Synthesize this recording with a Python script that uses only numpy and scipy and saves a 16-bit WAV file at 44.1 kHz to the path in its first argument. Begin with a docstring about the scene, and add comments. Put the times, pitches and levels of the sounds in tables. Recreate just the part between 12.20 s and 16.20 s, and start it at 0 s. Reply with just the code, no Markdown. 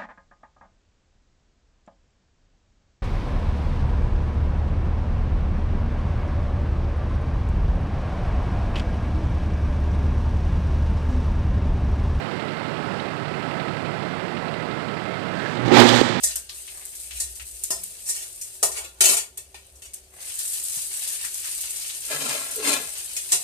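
"""A six-cylinder diesel, probably a truck, idles near the microphone, knocking over its own rumble.
About three seconds in, an arc hisses on an iced power line in the street. Relighting on each half-cycle
of the mains, it swells into a crackling buzz that overloads the microphone, then goes out with a thump.
Houses and trees ring on with its echo. Only the right channel carries sound."""
import sys
import numpy as np
from scipy import signal
from scipy.fft import rfft, irfft
from scipy.io import wavfile

SR = 44100
rng = np.random.default_rng(int(sys.argv[2]) if len(sys.argv) > 2 else 0)


def wav_out(sig):
    """Save sig, one row per channel (or a flat mono array), as 16-bit PCM at SR to the path in sys.argv[1]."""
    wavfile.write(sys.argv[1], SR, np.round(np.clip(np.atleast_2d(sig).T, -1, 1) * 32767).astype(np.int16))


N = 176400
T = np.arange(N) / SR
FREQS = np.maximum(np.arange(N // 2 + 1) * SR / N, 1)

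# Rumble and fan wash of the nearby engine: frequency_hz, relative_db
RUMBLE_SPECTRUM = [(18, -54), (30, -31), (69, -18), (90, -13), (123, -10), (150, -9), (230, -5),
                   (315, -4.5), (450, -8), (620, -7.5), (850, -10), (1200, -14), (1600, -13.5), (1850, -17),
                   (2700, -21), (3800, -26.5), (4500, -28), (5500, -35.5), (6500, -43), (7600, -39),
                   (9800, -46.5), (12000, -52.5), (13000, -59), (15500, -61)]
# Slight swells of that wash: time_s, gain_db
RUMBLE_SWELL = [(0, 0.5), (.3, 0.2), (.55, 0), (.75, 1.2), (1.0, -0.75), (1.3, 1), (1.6, 0.2), (2.1, 0),
                (2.7, 0), (3.1, 0.5), (4, 1.5)]
# Ringing engine parts: pitch_hz, width_hz, level_db
RINGING_PARTS = [(167, 57, -42.5), (1304, 46, -45), (1974, 38, -51), (2099, 19, -50.5)]
# Steady engine tones: pitch_hz, level_db
IDLE_TONES = [(50, -66), (105, -49), (140, -44), (154.5, -44.5), (175, -49)]
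FIRING_HZ, FIRST_FIRING_S = 34.98, -0.0056
RUMBLE_DB, REPEATING_SHARE, THROB_DB = -31.5, 0.21, 0.5

# Knock of each cylinder, in firing order: relative_db
CYLINDER_KNOCK_DB = [0, 3, 1.5, -33, 5, -10]
# Colour of the knocks: frequency_hz, relative_db
KNOCK_SPECTRUM = [(500, -34.5), (1500, 0), (2700, 7), (3500, -2.5), (4300, 0.5), (5000, -25), (6300, -28),
                  (12000, -45)]
KNOCK_DB, KNOCK_RISE_S, KNOCK_DECAY_S, KNOCK_SCATTER_DB = -42.5, 0.0011, 0.01, 2.5
TICK_DB, TICK_HZ, TICK_WIDTH_HZ, TICK_DELAY_S, TICK_DECAY_S = -60, 7700, 950, 0.013, 0.0035
# Sharp snaps in the clatter: start_s, level_db, pitch_hz
ENGINE_SNAPS = [(.1974, -45, 3700), (.2838, -38, 3600), (0.798, -34, 3860), (1.0565, -35, 2700),
                (1.2266, -34.5, 3120), (1.397, -30, 1990), (1.399, -36, 3780), (2.17, -32.5, 2930),
                (2.683, -33.5, 3050), (3.371, -36.5, 3600)]
SNAP_WIDTH_HZ, SNAP_RISE_S, SNAP_DECAY_S = 860, 0.0004, 0.0062

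# Strength of the arc on the line: time_s, roar_db, sizzle_db
ARC_LEVELS = [(2.9, -62, -77), (3.2, -50, -47), (3.36, -38, -45.5), (3.42, -37, -70), (3.46, -30.5, -38.5),
              (3.508, -23, -43), (3.545, -15, -25.5), (3.6, -8, -17.5), (3.63, -14.5, -23.5),
              (3.66, -21, -26.5), (3.69, -19, -21), (3.715, -18.5, -26.5), (3.76, -21.5, -23.5),
              (3.81, -22, -28)]
# Colour of its roar: frequency_hz, relative_db
ROAR_SPECTRUM = [(30, -28), (80, -43), (200, -3.5), (290, 3), (430, -3), (540, 1), (640, -9), (840, 2),
                 (1030, -7.5), (1200, -7), (1450, -9.5), (2000, -8.5), (3000, -17), (6000, -33),
                 (15000, -77)]
# Colour of its sizzle: frequency_hz, relative_db
SIZZLE_SPECTRUM = [(1000, -11), (2500, -5.5), (3500, 2.5), (4700, -3), (5500, -8.5), (8200, -14),
                   (9500, -23.5), (11200, -29.5), (12000, -22.5), (13000, -35), (15500, -36)]
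BUZZ_HZ = 119.67  # twice the mains frequency
ROAR_PULSE_DB, SIZZLE_PULSE_DB, ROAR_FLICKER_DB = -1.5, 2, 1.5
SPARKS_PER_S, SPARK_SPREAD_DB, SPARK_SHARE = 4000, 2, 0.56
ARC_OUT_S, ARC_RELEASE_S = 3.816, 0.0019
# Spits of sparks: start_s, level_db
SPARK_SPITS = [(3.479, -37), (3.515, -34), (3.522, -30), (3.539, -31), (3.564, -30), (3.599, -17.5),
               (3.688, -20), (3.812, -25)]
SPIT_RISE_S, SPIT_DECAY_S = 0.00044, 0.004
STEAM_PEAK_S, STEAM_SPREAD_S, STEAM_HZ, STEAM_WIDTH_HZ, STEAM_DB = 3.25, 0.1, 1665, 180, -36

# Mains hum of the arc: time_s, fundamental_db, overtones_db
HUM_LEVELS = [(3.2, -50, -64), (3.37, -43, -34), (3.41, -33, -37), (3.47, -28, -34), (3.505, -35, -30),
              (3.524, -26, -15), (3.565, -26, -20.5), (3.6, -19, -10.5), (3.67, -28, -21),
              (3.755, -26.5, -18.5), (3.8, -38, -35)]
# Its overtones, and their fade once the arc stretches: multiple, relative_db, fade_db_per_s
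HUM_OVERTONES = [(2, -2, -4), (3, -2.5, 51), (4, -13.5, 32), (6, -21.5, 35), (7, -17, 25), (10, -19, 30)]
STRETCH_START_S, HUM_WAVER_DB, HUM_WANDER_RAD = 3.62, 2.2, 0.4

# Thumps as the arc flares and goes out: start_s, level_db, pitch_hz
ARC_THUMPS = [(3.478, -13, 270), (3.5147, -16, 327), (3.5213, -6, 320), (3.8128, -7, 480),
              (3.814, -3.5, 297)]
THUMP_RISE_S, THUMP_LOW_CUT_HZ = 0.0015, 64

# Echo of the street at the microphone: frequency_hz, level_db, t60_s
STREET_ECHO = [(100, -4.5, 6.4), (250, -11.5, 1.8), (400, -16, 1.8), (700, -12.5, 1.9), (2000, -6.5, 2.3),
               (4470, -10, 2.4), (8000, -5, 0.66), (14000, -14, .35)]
ECHO_DELAY_S = 0.04
MIC_GAIN_DB, MIC_CLIP_LEVEL, MIC_CUTOFF_HZ = 5.5, 0.93, 15500


def from_db(db):
    """Decibels to gain."""
    return 10 ** (np.asarray(db) / 20)


def unit_power(x):
    """Scale to unit power."""
    return x / np.sqrt(np.mean(x ** 2) + 1e-20)


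def white():
    """White noise."""
    return rng.standard_normal(N)


def gain_curves(rows):
    """One gain curve per level column of (time_s, level_db, ...), silent before the first row."""
    times, *columns = np.transpose(rows)
    return [from_db(np.interp(T, times, levels)) * (T >= times[0]) for levels in columns]


def at_hz(rows, hz):
    """Read the columns of a table on a log-frequency axis."""
    freqs, *columns = np.transpose(rows)
    return [np.interp(np.log(hz), np.log(freqs), column) for column in columns]


def colour(x, spectrum):
    """Filter a steady signal by a spectrum; unit power."""
    return unit_power(irfft(rfft(x) * from_db(at_hz(spectrum, FREQS)[0]), N))


def drift(rate_hz):
    """Random wander, mostly slower than rate_hz; unit power."""
    return unit_power(irfft(rfft(white()) / (1 + (FREQS / rate_hz) ** 2), N))


def ringing_noise(hz, width_hz):
    """Noise passed twice through one resonance for steep skirts; unit power."""
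    radius = np.exp(-np.pi * width_hz * np.sqrt(2) / SR)
    b, a = [1, 0.0042, -0.999], [1, -2 * radius * np.cos(2 * np.pi * hz / SR), radius * radius]
    return unit_power(signal.lfilter(b, a, signal.lfilter(b, a, white())))


def blend(a, b, share):
    """Mix two unrelated signals; b has this share of the power."""
    return np.sqrt(1 - share) * a + np.sqrt(share) * b


def blows(times, levels_db, rise_s, decay_s):
    """Envelope of a series of blows that rise fast and die away."""
    hits = np.zeros(N)
    inside = (times >= 0) & (times < T[-1])
    np.add.at(hits, (times[inside] * SR).astype(int), from_db(levels_db)[inside])
    up, down = np.exp(-1 / (rise_s * SR)), np.exp(-1 / (decay_s * SR))
    decays = signal.lfilter([1], [1, -down], hits + 1e-18)
    return signal.lfilter([1 - up], [1, -up], decays)


def engine_rumble():
    """The nearby diesel: a wash that partly repeats every six firings, ringing parts and steady tones."""
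    cycle = rng.standard_normal(round(len(CYLINDER_KNOCK_DB) * SR / FIRING_HZ))
    drive = blend(white(), np.resize(cycle, N), REPEATING_SHARE)
    throb = from_db(THROB_DB * np.cos(2 * np.pi * FIRING_HZ * T))
    wash = from_db(RUMBLE_DB) * gain_curves(RUMBLE_SWELL)[0] * colour(drive * throb, RUMBLE_SPECTRUM)
    rings = sum(from_db(db) * ringing_noise(hz, width) for hz, width, db in RINGING_PARTS)
    tones = np.zeros(N)
    for hz, db in IDLE_TONES:
        phase = 2 * np.pi * (hz * T + rng.random()) + 0.34 * drift(0.98)
        tones += from_db(db) * np.sqrt(2) * np.sin(phase)
    return wash + rings + tones


def engine_clatter():
    """Each firing gives one knock, at its cylinder's own strength, and two faint high ticks."""
    firings = FIRST_FIRING_S + np.arange(int(T[-1] * FIRING_HZ) + 1) / FIRING_HZ
    scatter_db = KNOCK_SCATTER_DB * rng.standard_normal(len(firings))
    levels_db = KNOCK_DB + np.resize(CYLINDER_KNOCK_DB, len(firings)) + scatter_db
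    knocks = blows(firings, levels_db, KNOCK_RISE_S, KNOCK_DECAY_S)
    tick_times = np.concatenate([firings, firings + 0.5 / FIRING_HZ]) + TICK_DELAY_S
    ticks = blows(tick_times, np.full(len(tick_times), TICK_DB), KNOCK_RISE_S, TICK_DECAY_S)
    return knocks * colour(white(), KNOCK_SPECTRUM) + ticks * ringing_noise(TICK_HZ, TICK_WIDTH_HZ)


def engine_snaps():
    """Single snaps stand out of the clatter, each ringing at its own pitch, coloured like the knocks."""
    snaps = np.zeros(N)
    for start_s, db, hz in ENGINE_SNAPS:
        envelope = blows(np.array([start_s]), [db], SNAP_RISE_S, SNAP_DECAY_S)
        snaps += envelope * colour(ringing_noise(hz, SNAP_WIDTH_HZ), KNOCK_SPECTRUM)
    return snaps


def arc_crackle():
    """Up on the line, a turbulent roar and dense sparks both pulse with the mains."""
    roar_gain, sizzle_gain = gain_curves(ARC_LEVELS)
    pulse = np.cos(2 * np.pi * BUZZ_HZ * T)
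    sparks = (rng.random(N) < SPARKS_PER_S / SR) * rng.choice([-1, 1], N)
    spark_sizes = from_db(SPARK_SPREAD_DB * np.minimum(rng.exponential(1, N), 4))
    turbulence = white() * from_db(ROAR_PULSE_DB * pulse + ROAR_FLICKER_DB * drift(50))
    roar = colour(turbulence, ROAR_SPECTRUM)
    crackle = blend(white(), unit_power(sparks * spark_sizes), SPARK_SHARE)
    sizzle = colour(crackle * from_db(SIZZLE_PULSE_DB * pulse), SIZZLE_SPECTRUM)
    spits = blows(*np.transpose(SPARK_SPITS), SPIT_RISE_S, SPIT_DECAY_S)
    return roar_gain * roar + (sizzle_gain + spits) * sizzle


def steam_hiss():
    """A short, narrow hiss before the flash, probably steam from a wet branch."""
    swell = np.exp(-((T - STEAM_PEAK_S) / STEAM_SPREAD_S) ** 2)
    return from_db(STEAM_DB) * swell * ringing_noise(STEAM_HZ, STEAM_WIDTH_HZ)


def hum_partial(multiple):
    """One multiple of the buzz, wavering in phase and level."""
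    phase = 2 * np.pi * (multiple * BUZZ_HZ * T + rng.random()) + HUM_WANDER_RAD * drift(14)
    return np.sqrt(2) * np.sin(phase) * from_db(HUM_WAVER_DB * drift(22))


def arc_hum():
    """The hot channel swells on each half-cycle of the mains; its buzz mellows as it stretches."""
    fundamental_gain, overtone_gain = gain_curves(HUM_LEVELS)
    stretched_s = np.maximum(T - STRETCH_START_S, 0)
    fundamental = hum_partial(1)
    overtones = sum(from_db(db - fade * stretched_s) * hum_partial(multiple)
                    for multiple, db, fade in HUM_OVERTONES)
    return fundamental_gain * fundamental + overtone_gain * overtones


def arc_thumps():
    """Sudden expansions and the final collapse: low pressure swings of about two cycles."""
    pressure = np.zeros(N)
    for start_s, db, hz in ARC_THUMPS:
        age = np.maximum(T - start_s, 0)
        envelope = age / THUMP_RISE_S * np.exp(1 - age / THUMP_RISE_S)
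        pressure += from_db(db) * envelope * np.sin(2 * np.pi * hz * age)
    return signal.sosfilt(signal.butter(1, THUMP_LOW_CUT_HZ, "high", fs=SR, output="sos"), pressure)


def street_echo(source):
    """Houses and trees scatter the sound back to the microphone; the high treble dies first."""
    edges_hz = np.geomspace(50, 16000, 13)
    age = np.maximum(T - ECHO_DELAY_S, 0)
    response = np.zeros(N)
    for low, high in zip(edges_hz, edges_hz[1:]):
        db, t60_s = at_hz(STREET_ECHO, np.sqrt(low * high))
        decay = from_db(-60 * age / t60_s) * (age > 0)
        band = signal.sosfilt(signal.butter(3, [low, high], "band", fs=SR, output="sos"), white())
        response += from_db(db) * band * decay / np.linalg.norm(decay)
    return signal.fftconvolve(source, response)[:N]


def scene():
    """From the street: the engine near and dry, the arc with its echo, all on the right channel."""
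    engine = engine_rumble() + engine_clatter() + engine_snaps()
    burning = np.exp(-np.maximum(T - ARC_OUT_S, 0) / ARC_RELEASE_S)
    arc = burning * (arc_crackle() + arc_hum()) + steam_hiss() + arc_thumps()
    return np.stack([np.zeros(N), engine + arc + street_echo(arc)])


def record(dry):
    """The microphone overloads on the flash; the top of the treble is cut steeply."""
    clipped = np.clip(from_db(MIC_GAIN_DB) * dry, -MIC_CLIP_LEVEL, MIC_CLIP_LEVEL)
    return signal.sosfilt(signal.ellip(10, 0.1, 70, MIC_CUTOFF_HZ, fs=SR, output="sos"), clipped)


dry = scene()
out = record(dry)
wav_out(out)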